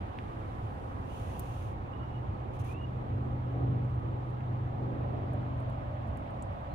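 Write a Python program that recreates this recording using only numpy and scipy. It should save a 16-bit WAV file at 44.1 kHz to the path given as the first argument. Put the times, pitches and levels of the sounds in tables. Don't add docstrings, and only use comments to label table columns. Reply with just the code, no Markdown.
import sys
import numpy as np
from scipy import signal
from scipy.fft import rfft, irfft
from scipy.io import wavfile
from scipy.ndimage import uniform_filter1d

SR = 44100
rng = np.random.default_rng(int(sys.argv[2]) if len(sys.argv) > 2 else 0)


def gain_from_db(level_db):
    decades = np.asarray(level_db, float) / 20
    return 10 ** decades


def unload_audio(sound):
    columns = np.transpose(np.atleast_2d(sound))
    steps = np.round(np.clip(columns, -1, 1) * 32767)
    wavfile.write(sys.argv[1], SR, steps.astype(np.int16))


N = 297234


def evened(x):
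    return x / np.sqrt(np.mean(abs(x) ** 2) + 1e-20)


def read(points, hz):
    f, value = np.transpose(points)
    return np.interp(np.log(hz + 1), np.log(f + 1), value)


def curves(rows):
    s, *columns = np.transpose(rows)
    return [np.interp(np.arange(N) / SR, s, c) for c in columns]


def bump(middle_s, half_s):
    return np.exp(-((np.arange(N) / SR - middle_s) / half_s) ** 2)


def ramp(start_s, length_s):
    progress = np.clip((np.arange(N) / SR - start_s) / length_s, 0, 1)
    return np.sin(np.pi / 2 * progress) ** 2


def stroke(start_s, length_s, rise_share, stop_s):
    rise = ramp(start_s - 0.01, rise_share * length_s + 0.0071)
    return rise * (1 - ramp(start_s + length_s, stop_s))


def joined(*levels_db):
    return 10 * np.log10(sum(gain_from_db(db) ** 2 for db in levels_db) + 1e-30)


def swells(rows):
    return 10 * np.log10(sum(gain_from_db(db) ** 2 * bump(s, half_s) for s, half_s, db in rows) + 1e-30)


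def wander(rate_hz, count=24):
    t = np.arange(0, N + 64, 64) / SR
    drift = 0
    for f in np.geomspace(rate_hz / 20, rate_hz, count):
        drift = drift + np.sin(2 * np.pi * (f * t + rng.random())) / np.sqrt(f)
    return np.interp(np.arange(N) / SR, t, evened(drift))


# [f/Hz, likeness 0-1]
LIKENESS = [(60, 0.97), (150, 0.96), (290, 0.3), (600, 0.11), (1200, 0.88), (2500, 0.26), (5000, 0),
            (15000, 0.6)]
# [f/Hz, phase/radians]
LEFT_LEAD = [(100, 0), (260, -0.26), (500, -1.5), (860, -2.5), (1460, -4.5), (2240, -1.5), (3400, -2)]
# [f/Hz, level/dB]
LEFT_TILT = [(60, -0.5), (250, -3.2), (500, -3), (1000, -1.5), (2000, -4.5), (4000, -1.5), (12000, 3)]


def noise(layers, patchy_db, size):
    hop = size // 4
    frames = N // hop + 5
    hz = np.fft.rfftfreq(size, 1 / SR)
    a, b, c, d, patches = rng.standard_normal((frames, len(hz), 5), dtype=np.float32).T
    patches = uniform_filter1d(uniform_filter1d(patches, size=9, axis=0), size=9, axis=1)
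    patches = evened(patches)

    same = np.clip(read(LIKENESS, hz), 0, 1)[:, None]
    delay = np.exp(-1j * read(LEFT_LEAD, hz))[:, None]
    left = a + 1j * b
    right = same * delay * left + np.sqrt(1 - same ** 2) * (c + 1j * d)
    tilt = gain_from_db(read(LEFT_TILT, hz) / 2)[:, None]
    z = np.array([left * tilt, right / tilt])
    z /= np.sqrt(np.mean(abs(z.mean(0)) ** 2, axis=1, keepdims=True))

    at = np.minimum(np.arange(frames) * hop, N - 1)
    power = 0
    for colour, level_db in layers:
        inside_band = (hz > colour[0][0]) * (hz < colour[-1][0])
        shape = gain_from_db(read(colour, hz)) ** 2 * inside_band
        power = power + np.outer(shape / shape.sum(), gain_from_db((level_db + np.zeros(N))[at]) ** 2)
    z *= np.sqrt(3 * power) * gain_from_db(patchy_db * patches)
    return signal.istft(z, nperseg=size, noverlap=size - hop)[1][:, :N]


# [t/s, camshaft speed f/Hz, boom level/dB]
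DRONE = [(0.0, 23.2, -55), (0.5, 23.5, -49), (1.1, 23.6, -48.5), (1.6, 24.3, -43), (1.95, 24.75, -50.5),
         (2.2, 24.75, -43), (2.8, 24.78, -44), (3.0, 24.8, -37), (3.5, 24.82, -37.5), (3.74, 24.8, -29.5),
         (3.95, 24.82, -36.5), (4.1, 24.8, -35), (4.35, 24.9, -39), (4.52, 24.85, -37), (4.9, 24.75, -36),
         (5.4, 24.68, -38), (6.1, 24.5, -42), (6.74, 24.3, -52.5)]
# [level/dB at a boom of -40 dB, dB per dB of boom]
FOLLOW = [
    (-42.5, 0.8),
    (-60.5, .5),
    (-63.5, 0),
]
# [middle t/s, half length t/s, middle level/dB, high level/dB]
OPENINGS = [(3.202, 0.18, -49.5, -50.5), (3.606, 0.079, -62.5, -45), (3.759, 0.094, -46.5, -49.5),
            (4.094, 0.11, -59.5, -55), (4.517, 0.044, -58.5, -52.5), (4.891, 0.14, -46, -48.5),
            (5.245, 0.22, -49.5, -49), (5.604, 0.24, -53.5, -55.5), (6.2, 0.18, -52.5, -58)]


def order_levels():
    boom_db = curves(DRONE)[1]
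    low_db, middle_db, high_db = (db + share * (boom_db + 40) for db, share in FOLLOW)
    middle_db = joined(middle_db, swells([(s, half_s, db) for s, half_s, db, _ in OPENINGS]))
    high_db = joined(high_db, swells([(s, half_s, db) for s, half_s, _, db in OPENINGS]))
    return low_db, boom_db, middle_db, high_db


GROUND = [(14, -31), (30, -26), (45, 3), (70, 6), (150, -2.5), (250, -6.5), (320, -6.5), (380, -51.5)]
RUMBLE = [(35, -42.5), (52, 0), (75, 29.5), (110, 20), (135, 7), (170, -49.5)]
BODY = [(280, -17.5), (340, -0.5), (420, -4.5), (480, -4), (540, -44.5)]
RING = [(440, -29), (510, 3), (580, -2.5), (700, -2), (790, -1), (880, -27.5)]
CAVITY = [(480, -27.5), (560, 3), (650, -1), (740, -7), (820, -24)]
ROAR = [(700, -4.5), (830, 4.5), (920, 1), (1050, -1), (1300, -5.5), (1700, -52.5)]
PUFF = [(70, -22), (95, 1.5), (122, 2.5), (140, -13.5), (190, -9), (230, -28)]
AIR = [(900, -31.5), (1250, -2.5), (1600, -4.5), (2150, -8), (2940, -12.5), (3600, -17), (4500, -25.5),
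       (5500, -32), (7000, -49)]
LEAVES = [(3000, -26), (4500, -3.5), (6300, -4.5), (7500, -7), (9500, -4), (11000, -10.5), (15700, -13.5)]
SELF_NOISE = [(4000, -17.5), (6000, 1.5), (9500, -3), (11300, -9), (12300, -5.5), (15800, -4.5)]
# [steady level/dB, share of the upper orders that spills in/dB, change behind the door/dB]
BODY_RULE = (-54.5, -5.5, -4.5)
RING_RULE = (-53.5, -4, -0.56)
ROAR_RULE = (-55.5, -16.5, .5)
AIR_RULE = (-63, -25, 1.5)
# [middle t/s, level/dB]
LUMPS = [(.03, -50), (.45, -43), (.7, -39.5), (.92, -44), (1.26, -41.5), (1.7, -37.5), (2.0, -44),
         (2.3, -41), (2.6, -35), (3.13, -41), (3.34, -36.5), (3.64, -47.5), (4.0, -43), (4.6, -42.5),
         (5.42, -48), (5.87, -38), (6.17, -39), (6.53, -44.5)]
# [middle t/s, half length t/s, level/dB]
BREEZE = [(.1, .6, -84.5), (.8, .5, -80), (1.9, .7, -91.5), (2.9, .5, -95), (6.5, .4, -88.5)]


def wash():
    _, boom_db, _, upper_db = order_levels()
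    behind_door = ramp(4.7, 0.5)
    shaded = ramp(5.1, 0.47)

    def ruled(rule, behind):
        steady_db, spill_db, change_db = rule
        return joined(steady_db, upper_db + spill_db) + change_db * behind

    lumps_db = swells([(s, 0.072, db) for s, db in LUMPS])
    traffic_db = -63 - 5.5 * np.arange(N) / SR
    low = [
        (GROUND, -43.5),
        (RUMBLE, joined(-48, lumps_db)),
        (BODY, ruled(BODY_RULE, shaded)),
        (RING, ruled(RING_RULE, behind_door)),
        (ROAR, ruled(ROAR_RULE, behind_door)),
        (PUFF, boom_db - 8.0),
        (CAVITY, -51.5 + 20 * np.log10(behind_door + 1e-3)),
    ]
    high = [
        (AIR, joined(ruled(AIR_RULE, behind_door), traffic_db)),
        (LEAVES, swells(BREEZE)),
        (SELF_NOISE, -85.5),
    ]
    return noise(low, patchy_db=1.1, size=2048) + noise(high, patchy_db=0.97, size=512)


# [order, level/dB against the leading order of its group, side share level/dB]
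LOW_ORDERS = [(3, -14.5, -18), (4, -3, -24)]
BOOM_ORDERS = [(5, 0, -28), (6, -17, -17)]
MIDDLE_ORDERS = [(7, -3.5, -18.5), (9, 0, -18), (10, -12, -5.5)]
HIGH_ORDERS = [(11, 1, -11), (12, -13, 3), (13, -3, -1.5), (15, -15.5, -8), (16, -11.5, -1.5),
               (18, -10.5, -3)]


def engine():
    unsteady_db, slip_radians, waver_hz = 1.6, 0.05, 8.0
    hz = curves(DRONE)[0]
    turn = 2 * np.pi * np.cumsum(hz) / SR
    groups = (LOW_ORDERS, BOOM_ORDERS, MIDDLE_ORDERS, HIGH_ORDERS)
    out = np.zeros((2, N))
    for level_db, orders in zip(order_levels(), groups):
        for k, db, side_db in orders:
            phase = round(k) * (turn + slip_radians * wander(waver_hz)) + 2 * np.pi * rng.random()
            gain = np.sqrt(2) * gain_from_db(level_db + db + unsteady_db * wander(waver_hz))
            middle = np.sin(phase)
            side = gain_from_db(side_db) * np.cos(phase)
            out += gain * np.array([middle + side, middle - side])
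    return out


# [t/s, peak level/dB, centre f/Hz, left-right level/dB, spread in log frequency]
KNOCKS = [(0.1874, -34.5, 2270, -6, 0.34), (1.3948, -30.5, 13500, 3, 0.37), (4.407, -51.5, 2680, 3, .2),
          (5.334, -53, 9260, -1, 0.36), (6.1723, -50, 9400, 3.5, 0.3), (6.4235, -43, 7800, 7, 0.12)]
# [t/s, peak level/dB, centre f/Hz, left-right level/dB]
TICKS = [(0.4184, -71, 8670, 3.5), (1.7125, -68, 7670, -1.0), (2.5162, -75, 7620, 2.5),
         (2.5336, -76, 8180, -20), (2.5955, -60, 8410, 1.0), (2.6464, -54, 10300, -2),
         (2.8265, -67, 9070, -1), (3.5249, -73, 8170, 2), (3.8477, -67, 7800, 7), (3.8984, -68, 9380, 1.0),
         (3.9504, -68, 8590, 6), (3.9994, -69, 7750, 3), (4.0814, -73, 9320, 2.0), (4.3031, -65, 9570, 4),
         (4.9484, -74, 9170, 3), (5.5792, -68, 7920, 4), (5.6026, -61, 9710, 5.0), (5.6236, -67, 9440, 0),
         (5.6994, -61, 9550, 2), (5.727, -67, 8020, 2.5), (6.0741, -64, 7870, 7), (6.0855, -64, 10500, 2.0),
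         (6.1964, -68, 9140, -7), (6.3066, -64, 9460, 5), (6.5284, -68, 9080, 6)]


def ticks():
    length, lead_s, t60_s = 2048, 0.005, 0.03
    gain_db, tick_spread = 1.5, 0.22
    t = np.arange(length) / SR - lead_s
    hz = np.fft.rfftfreq(length, 1 / SR)
    envelope = gain_from_db(-60 * t / t60_s) * np.clip(t / 0.00035, 0, 1)
    small = [(s, db + gain_db, centre_hz, pan_db, tick_spread) for s, db, centre_hz, pan_db in TICKS]
    out = np.zeros((2, N))
    for s, db, centre_hz, pan_db, spread in KNOCKS + small:
        band = np.exp(-0.5 * (np.log((hz + 1) / centre_hz) / spread) ** 2)
        band += 0.13 * (hz > 2800) / (1 + (hz / centre_hz) ** 0.9)
        band *= centre_hz / (hz + centre_hz)
        contact = 9.4 * (9000 / centre_hz) * (abs(t - 0.0006) < 0.5 / SR)
        burst = rng.standard_normal((2, length)) + contact
        snap = irfft(rfft(burst * envelope) * band)
        snap /= np.linalg.norm(snap, axis=1, keepdims=True)
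        pan = np.array([[pan_db], [-pan_db]]) / 2
        snap *= gain_from_db(db + pan) / abs(snap).max() * 1.4
        part = out[:, round((s - lead_s) * SR):][:, :length]
        part += snap[:, :part.shape[1]]
    return out


# [start t/s, length t/s, level/dB]
SCUFFS = [
    (0.992, 0.61, -66),
    (2.532, 0.036, -71.5),
    (2.592, 0.024, -64.5),
    (2.627, 0.093, -65.5),
]
# [f/Hz, level/dB per Hz]
GRIT = [(1500, -33), (2500, 6.5), (3300, 0), (4500, -8.5), (5600, -8), (6500, -4.5), (7700, -13),
        (9200, -6.5), (11300, -11.5), (13500, -14), (15800, -15)]


def scuffs():
    drag = 0
    for s, length_s, db in SCUFFS:
        sag_db = -1 * ramp(s + length_s / 2, length_s / 2)
        drag = drag + stroke(s, length_s, 0.35, 0.31 * length_s + 0.008) * gain_from_db(db + sag_db)
    grains = evened(uniform_filter1d(rng.standard_normal(N), size=150))
    return drag * gain_from_db(0.4 * grains) * noise([(GRIT, 0.9)], patchy_db=0.5, size=256)


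# [start t/s, length t/s, first f/Hz, last f/Hz, level/dB]
NOTES = [
    (1.082, .09, 2760, 3080, -65),
    (1.803, 0.39, 2260, 2880, -71),
    (1.94, .09, 1075, 1340, -61),
    (2.65, 0.2, 2193, 2840, -66),
    (6.693, 0.046, 4100, 4130, -79),
]
SIDEWAYS = [-0.54, -0.37, -.3, 0.61, 0.5]


def bird():
    climb_hz_per_s, steps_per_s, stepping = 4500, 27, 0.6
    echo_db, flutter_db, echo_t60_s = -9.0, 5.0, 0.17
    flutter = uniform_filter1d(uniform_filter1d(rng.standard_normal(N), size=400), size=250)
    flutter = evened(flutter)
    song = np.zeros((2, N))
    for (s, length_s, first_hz, last_hz, db), left in zip(NOTES, SIDEWAYS):
        t = np.arange(N) / SR - s
        step_rate = 2 * np.pi * steps_per_s
        t = t + stepping * np.sin(step_rate * t) / step_rate
        hz = np.clip(first_hz + climb_hz_per_s * t, first_hz, max(first_hz, last_hz))
        whistle = np.sin(2 * np.pi * np.cumsum(hz * (1 + 0.0033 * flutter)) / SR)
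        note = stroke(s, length_s, 0.13, 0.012) * gain_from_db(db + flutter_db * flutter) * whistle
        song += np.outer([left, 1], 1.65 * note)
    taps = rng.standard_normal((2, 6000)) * gain_from_db(-60 * np.arange(6000) / SR / echo_t60_s)
    echo = signal.fftconvolve(song[1:], taps / np.linalg.norm(taps[0]), axes=1)[:, :N]
    return song + gain_from_db(echo_db) * echo


def scene():
    return wash() + engine() + ticks() + scuffs() + bird()


def roll_off(x):
    return signal.sosfilt(signal.butter(12, 16460, fs=SR, output="sos"), x)


def record(dry):
    opening = np.sin(np.pi / 2 * np.minimum(np.arange(N) / 400, 1)) ** 2
    top_cut = signal.firwin(511, 15720, window=("kaiser", 9), fs=SR)
    mix = signal.oaconvolve(dry * opening, top_cut[None], "same")
    return roll_off(mix)


dry = scene()
out = record(dry)
unload_audio(out)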